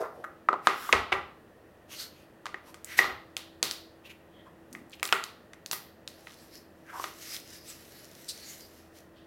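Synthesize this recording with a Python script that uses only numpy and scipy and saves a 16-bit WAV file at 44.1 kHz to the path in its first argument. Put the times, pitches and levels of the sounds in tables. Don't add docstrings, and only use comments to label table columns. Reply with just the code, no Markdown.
import sys
import numpy as np
from scipy import signal
from scipy.fft import rfft, irfft, next_fast_len
from scipy.io import wavfile

SR = 44100
rng = np.random.default_rng(int(sys.argv[2]) if len(sys.argv) > 2 else 0)


def dump(signal):
    limited = np.clip(np.atleast_2d(signal).T, -1, 1)
    pcm = np.round(limited * 32767).astype(np.int16)
    wavfile.write(sys.argv[1], SR, pcm)


N = 408366
TIME = np.arange(N) / SR
HIT_TIME = TIME[:SR // 10]
CUTOFF_HZ = 16000


def from_db(db):
    return 10 ** (np.asarray(db) / 20)


def rms_one(x):
    return x / np.sqrt(np.mean(x ** 2) + 1e-20)


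def at_hz(points, hz):
    freq_hz, value = np.transpose(points)
    return np.interp(np.log(hz + 1e-9), np.log(freq_hz), value)


def coloured(x, spectrum, unit_hz=1):
    size = next_fast_len(len(x))
    hz = np.arange(size // 2 + 1) * SR / size
    gain = from_db(at_hz(spectrum, hz / unit_hz))
    return rms_one(irfft(rfft(x, size) * gain, size)[:len(x)])


def drift(per_s, size=N):
    return rms_one(np.interp(TIME[:size] * per_s, np.arange(4096), rng.standard_normal(4096)))


def cut(x, hz, kind, order=2):
    return signal.sosfilt(signal.butter(order, np.clip(hz, 10, .45 * SR), kind, fs=SR, output="sos"), x)


def resonance(x, hz, t60):
    radius = np.exp(-np.log(1000) / (t60 * SR))
    feedback = [1, -2 * radius * np.cos(2 * np.pi * hz / SR), radius ** 2]
    return signal.lfilter(np.array([1, 0, -1]) * (1 - radius ** 2) / 2, feedback, x)


# freq_hz, relative_db
AIR_SPECTRUM = [(25, -17.5), (45, -9), (85, -4.5), (180, -1.5), (400, -2.5), (620, -3), (850, -11),
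                (1600, -15), (1900, -11.5), (2150, -23.5), (2500, -20.5), (4000, -29), (7000, -34),
                (15000, -33)]
# pitch_hz, level_db
HUM_TONES = [(82, -72), (328.6, -64.5), (532.9, -80.5)]


def background(air_db=-56.5, waver_db=2.5, waver_rad=.7):
    hum = np.zeros(N)
    for hz, level_db in HUM_TONES:
        amplitude = np.sqrt(2) * from_db(level_db + waver_db * drift(1.7))
        hum += amplitude * np.sin(2 * np.pi * hz * TIME + waver_rad * drift(5))
    return hum + from_db(air_db) * coloured(rng.standard_normal(N), AIR_SPECTRUM)


# freq_hz, t60_s, relative_db
ROOM_DECAY = [(102, 0.3, 8.5), (300, 0.45, 3.5), (696, 0.38, 1.5), (1200, 0.44, 2), (2000, 0.38, -0.5),
              (4500, 0.5, -4), (8000, 0.18, -0.5), (14100, 0.37, 3)]


def room(x, build_s, echo_s, echo_gain):
    t, table = TIME[:SR], np.array(ROOM_DECAY)
    edges_hz = np.geomspace(50, 18000, 15)
    tail = np.zeros(SR)
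    for low, high in zip(edges_hz, edges_hz[1:]):
        bandpass = signal.butter(2, [low, high], "band", fs=SR, output="sos")
        band = signal.sosfilt(bandpass, rng.standard_normal(SR))
        hz = np.sqrt(low * high)
        t60, db = at_hz(table[:, [0, 1]], hz), at_hz(table[:, [0, 2]], hz)
        tail += band * from_db(db) * np.exp(-np.log(1000) * t / t60)
    tail *= 1 - np.exp(-t / build_s)
    tail *= from_db(-1.5) / np.linalg.norm(tail)
    tail[int(echo_s * SR)] += echo_gain
    return signal.fftconvolve(x, tail)[:N]


def friction(grains_per_s, grain_share, size):
    grains = (rng.random(size) < grains_per_s / SR) * rng.standard_normal(size)
    return grain_share * rms_one(grains) + rng.standard_normal(size)


# freq_hz, relative_db
FIBRE_SPECTRUM = [(200, -8.5), (1000, -4), (1800, 1.5), (2800, 0.5), (4800, 0.5), (6200, -0.5),
                  (9000, -4.5), (13000, -2.5), (16000, -10.5)]


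def fibre_hiss(size=SR, count=4, shift_db=7, shifts_per_s=14):
    grid_hz = np.geomspace(200, 16000, 40)
    colours = []
    for offsets_db in rng.normal(0, 3.6, (count, len(grid_hz))):
        spectrum = np.c_[grid_hz, at_hz(FIBRE_SPECTRUM, grid_hz) + offsets_db]
        colours.append(coloured(friction(grains_per_s=1500, grain_share=0.74, size=size), spectrum))
    shares = from_db([shift_db * drift(shifts_per_s, size) for _ in colours])
    return np.sum(shares * colours, axis=0) / np.linalg.norm(shares, axis=0)


# pitch_ratio, relative_db
RUB_SPECTRUM = [(.15, -48), (.45, -23), (.72, -11), (.88, -5), (1, 0), (1.14, -5), (1.4, -10), (1.9, -21),
                (4, -50), (12, -82)]


def rub(hz, size=SR, grains_per_cycle=0.45):
    return coloured(friction(grains_per_cycle * hz, grain_share=1.0, size=size), RUB_SPECTRUM, hz)


def slide(peak_s, level_db, fall_s, hz, hiss_db, rise_share):
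    out = np.zeros(N)
    start = int(np.clip(peak_s * SR - SR / 2, 0, N - SR))
    t = TIME[start:start + SR] - peak_s
    width_s = np.where(t < 0, rise_share * fall_s, fall_s)
    speed = np.exp(-(t / width_s) ** 2)
    out[start:start + SR] = from_db(level_db) * speed * (rub(hz) + from_db(hiss_db) * fibre_hiss())
    return out


# peak_s, relative_db, fall_s, pitch_hz, hiss_db
SHEET_SWISHES = [ (0.667, -51, 0.043, 1940, -1), (0.825, -47.5, 0.12, 1350, 1.5),
                 (1.925, -47.5, 0.034, 2800, 1), (2.0, -41, 0.052, 4300, -2.5),
                 (2.18, -62, 0.061, 2530, -1.5), (2.68, -58, 0.038, 990, 0.5),
                 (2.925, -44.5, 0.074, 2000, -3), (2.987, -31.5, 0.016, 1930, 3),
                 (3.026, -42, 0.058, 3730, -13.5), (4.062, -50.5, 0.02, 2700, -8.5),
                 (4.107, -50, 0.018, 2430, -10), (5.73, -37.5, 0.015, 12500, 2)]


def swishes():
    return sum(slide(*row, rise_share=0.72) for row in SHEET_SWISHES)


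# peak_s, relative_db, fall_s, pitch_hz
SHORT_DRAGS = [ (0.01, -29.5, 0.021, 529), (0.016, -39, 0.067, 1100), (0.16, -47, 0.11, 556),
               (0.242, -32, 0.007, 1230), (1.126, -28.5, 0.015, 2260), (4.47, -54, 0.025, 1060),
               (4.734, -50.5, 0.088, 231), (4.933, -44, 0.013, 2930), (5.14, -35, 0.054, 1367),
               (6.898, -49, 0.078, 1610), (6.955, -39.5, 0.061, 980), (8.294, -36, 0.022, 4770),
               (8.292, -39, 0.019, 8500), (9.18, -63.5, 0.065, 3260)]


def drags():
    return sum(slide(*row, hiss_db=-21, rise_share=0.37) for row in SHORT_DRAGS)


# peak_s, relative_db, half_length_s, pitch_hz
EDGE_SCRAPES = [ (4.392, -65, 0.062, 1990), (4.392, -64.5, 0.073, 3230), (6.425, -67, 0.029, 7930),
                (6.56, -58, 0.037, 5170), (7.235, -53, .025, 6450), (7.321, -47, 0.029, 4940),
                (7.542, -58.5, 0.16, 5010), (7.7, -46.5, 0.019, 7930), (8.303, -38.5, .013, 4080),
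                (8.441, -53, 0.058, 4400), (8.497, -49.5, 0.047, 6840), (8.636, -57, 0.033, 4800)]


def scrapes(ring_cycles=19):
    out = np.zeros(N)
    for peak_s, level_db, half_length_s, hz in EDGE_SCRAPES:
        near = abs(TIME - peak_s) < np.pi * half_length_s
        tone = rms_one(resonance(rub(hz, size=near.sum()), hz, ring_cycles / hz))
        swell = np.exp(-((TIME[near] - peak_s) / half_length_s) ** 2)
        out[near] += from_db(level_db) * swell * tone
    return out


def crackle(size, ticks_per_s=50, spread_db=5.5, pitch_hz=5400):
    catches = rng.random(size) < ticks_per_s / SR
    strength = from_db(spread_db * np.minimum(rng.exponential(1, size), np.pi))
    return rms_one(signal.fftconvolve(catches * strength, buckle(pitch_hz)[0])[:size])


# time_s, relative_db
SHEET_PULLS = [ (6.1, -69), (6.138, -64), (6.422, -58), (6.506, -62), (6.546, -55), (6.694, -78.5),
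               (6.83, -75), (7.02, -43.5), (7.138, -58), (7.24, -46.5), (7.285, -45.5), (7.35, -39.5),
               (7.424, -62), (7.53, -49), (7.63, -62), (7.705, -45), (7.77, -57.5), (8.036, -55.5),
               (8.074, -60.5), (8.154, -56.5), (8.37, -54.5), (8.502, -48), (8.672, -61.5), (8.8, -60),
               (8.915, -74), (8.962, -56.5), (9.048, -76)]


def long_slide(hiss_db=0.5, rub_db=-16.5, crackle_db=-9, fade_s=0.042):
    times_s, levels_db = np.transpose(SHEET_PULLS)
    t = TIME[TIME >= times_s[0]]
    fade = np.exp(-np.maximum(t - times_s[-1], 0) / fade_s)
    speed = from_db(np.interp(t, times_s, levels_db)) * fade
    sheets = from_db(hiss_db) * cut(fibre_hiss(size=len(t), count=8), 1500, "high")
    sheets += from_db(rub_db) * rub(hz=3800, size=len(t))
    sheets += from_db(crackle_db) * crackle(len(t))
    return np.r_[np.zeros(N - len(t)), speed * sheets]


def click(t60):
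    chatter = rng.standard_normal(len(HIT_TIME)) * np.exp(-np.log(1000) * HIT_TIME / t60)
    impulse = 1.0 * (HIT_TIME == 0)
    return np.array([impulse + chatter / np.linalg.norm(chatter), impulse])


def dispersed(x, hz, cycles=2.0, count=3):
    for _ in range(count):
        x = x - 2 * resonance(x, hz, cycles / hz)
    return x


def add_hit(out, start_s, hit, level_db, room_db):
    rms = np.sqrt(np.sum(hit ** 2, axis=1, keepdims=True) / (.005 * SR))
    start = int(start_s * SR)
    out[:, start:start + len(HIT_TIME)] += hit / rms * from_db([[level_db], [level_db + room_db]])


def buckle(hz, low_share=.5, high_share=2.2, ring_gain=2.2, ring_cycles=6.0):
    crack = cut(click(t60=0.0089), high_share * hz, "low")
    crack = cut(crack, low_share * hz, "high")
    return dispersed(crack + ring_gain * resonance(crack, hz, ring_cycles / hz), hz)


PAPER_ROOM_DB = -3.5
# start_s, length_s, tick_level_db, pitch_hz
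GRIP_CRINKLES = [(4.725, .012, -49.5, 10100), (4.895, 0.064, -60.5, 7000), (5.033, 0.05, -42.5, 6430),
                 (5.711, .03, -41, 7450), (6.275, 0.071, -56.5, 3380)]


def crinkles(ticks_per_s=120, spread_db=2.5):
    out = np.zeros((2, N))
    for start_s, length_s, level_db, hz in GRIP_CRINKLES:
        count = int(length_s * ticks_per_s) + 1
        for k, (late, size, octaves) in enumerate(rng.uniform(-0.89, 1, (count, 3))):
            tick = buckle(min(hz * 2 ** octaves, CUTOFF_HZ))
            tick_s = start_s + length_s * (k + .5 + late / 2) / count
            add_hit(out, tick_s, tick, level_db + spread_db * size, PAPER_ROOM_DB)
    return out


# start_s, level_db, pitch_hz
PAPER_SNAPS = [ (2.8454, -37.5, 7500), (3.3671, -29, 3400), (3.6282, -19.5, 3920), (3.7113, -28.5, 4500),
               (4.9972, -47.5, 2590), (5.0299, -31.5, 7400), (5.0536, -31.5, 3800), (5.0896, -37, 2330),
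               (5.1255, -32, 6740), (5.239, -33, 4000), (5.534, -45, 2110), (5.6611, -37, 4650),
               (5.713, -28, 4850), (6.0767, -36, 4040), (7.365, -38, 3740)]


def snaps(usual_db=-30, after_s=0.009, after_db=-17, after_ratio=3.2):
    out = np.zeros((2, N))
    for start_s, level_db, hz in PAPER_SNAPS:
        excess_db = level_db - usual_db
        low_share = min(0.16 * from_db(-excess_db), .5)
        room_db = PAPER_ROOM_DB + .25 * excess_db
        add_hit(out, start_s, buckle(hz, low_share), level_db, room_db)
        after = buckle(min(after_ratio * hz, CUTOFF_HZ))
        add_hit(out, start_s + after_s, after, level_db + after_db, room_db)
    return out


# pitch_hz, t60_s, gain_db
WOOD_MODES = [(383.8, 0.078, 2), (543, 0.21, -5), (826, 0.036, -6.5), (1240, 0.012, 4.5),
              (1940, 0.0093, -1), (3400, 0.021, -5.5)]


def blow_on_wood(hz, t60, bright_hz, ring_gain=0.56, ring_to_room=0.31, low_hz=332):
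    blow = cut(click(t60=0.021), bright_hz, "low")
    blow = cut(blow, low_hz, "high")
    modes = sum(from_db(db) * resonance(blow, mode_hz, decay_s) for mode_hz, decay_s, db in WOOD_MODES)
    ring = ring_gain * hz * t60 * resonance(blow, hz, t60) * [[1], [ring_to_room]]
    return dispersed(blow + modes + ring, bright_hz, count=2)


# start_s, level_db
TABLE_THUDS = [(0.931, -18), (1.121, -23.5), (1.132, -31), (2.9981, -34), (3.043, -29.5), (3.093, -35.5)]


def thuds(puff_hz=75.6, puff_rise_s=.035, puff_db=-26.5):
    out = np.zeros((2, N))
    puff = coloured(rng.standard_normal(N), RUB_SPECTRUM, puff_hz)
    for start_s, level_db in TABLE_THUDS:
        add_hit(out, start_s, blow_on_wood(hz=900, t60=0.0039, bright_hz=1780), level_db, room_db=1.5)
        age = np.maximum(TIME - start_s, 0) / puff_rise_s
        out[0] += from_db(level_db + puff_db) * age * np.exp(1 - age) * puff
    return out


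# start_s, level_db, pitch_hz, t60_s, brightness_hz
KNOCKS_AND_TICKS = [ (0.487, -12, 1297, 0.026, 1050), (0.5294, -20, 1144, 0.013, 940),
                    (0.5391, -25.5, 1040, 0.0088, 900), (0.6712, -9.5, 1140, 0.0058, 3000),
                    (0.8911, -25, 1160, 0.033, 1500), (0.9268, -11, 2270, 0.003, 3770),
                    (1.1263, -19.5, 2300, 0.0042, 2250), (2.4568, -33.5, 1200, 0.009, 5170),
                    (2.466, -34, 1080, 0.0055, 4100), (2.5432, -31, 1880, 0.0061, 2000),
                    (2.7438, -44, 990, 0.0018, 8000), (2.99, -9.5, 1920, 0.017, 3820),
                    (4.7504, -37.5, 2000, 0.01, 3000), (5.0289, -24, 2200, 0.0023, 3520),
                    (5.1256, -14, 2430, 0.0018, 3430), (5.13, -21.5, 1410, 0.024, 2490),
                    (5.731, -30.5, 1050, 0.001, 10850), (6.2705, -41.5, 1770, 0.0054, 3000),
                    (6.997, -31, 1080, 0.02, 1330), (7.041, -29, 1090, 0.0061, 5030)]


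def knocks_and_ticks(usual_room_db=-7, usual_bright_hz=3000, room_db_per_octave=2.5):
    out = np.zeros((2, N))
    for start_s, level_db, hz, t60, bright_hz in KNOCKS_AND_TICKS:
        room_db = usual_room_db + room_db_per_octave * np.log2(bright_hz / usual_bright_hz)
        add_hit(out, start_s, blow_on_wood(hz, t60, bright_hz), level_db, room_db)
    return out


def scene(unevenness_db=1.2):
    direct, to_room = knocks_and_ticks() + thuds() + snaps() + crinkles()
    slides = drags() + swishes() + long_slide() + scrapes()
    rubbing = slides * from_db(unevenness_db * drift(50))
    reverb = room(to_room + from_db(-6.0) * rubbing, build_s=0.0018, echo_s=0.016, echo_gain=0.069)
    return (direct + from_db(-0.95) * rubbing + reverb + background())[None]


def record(dry):
    ceiling = .8
    lowpass = signal.ellip(10, .1, 80, CUTOFF_HZ, fs=SR, output="sos")
    return signal.sosfilt(lowpass, ceiling * np.tanh(dry / ceiling))


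dry = scene()
out = record(dry)
dump(out)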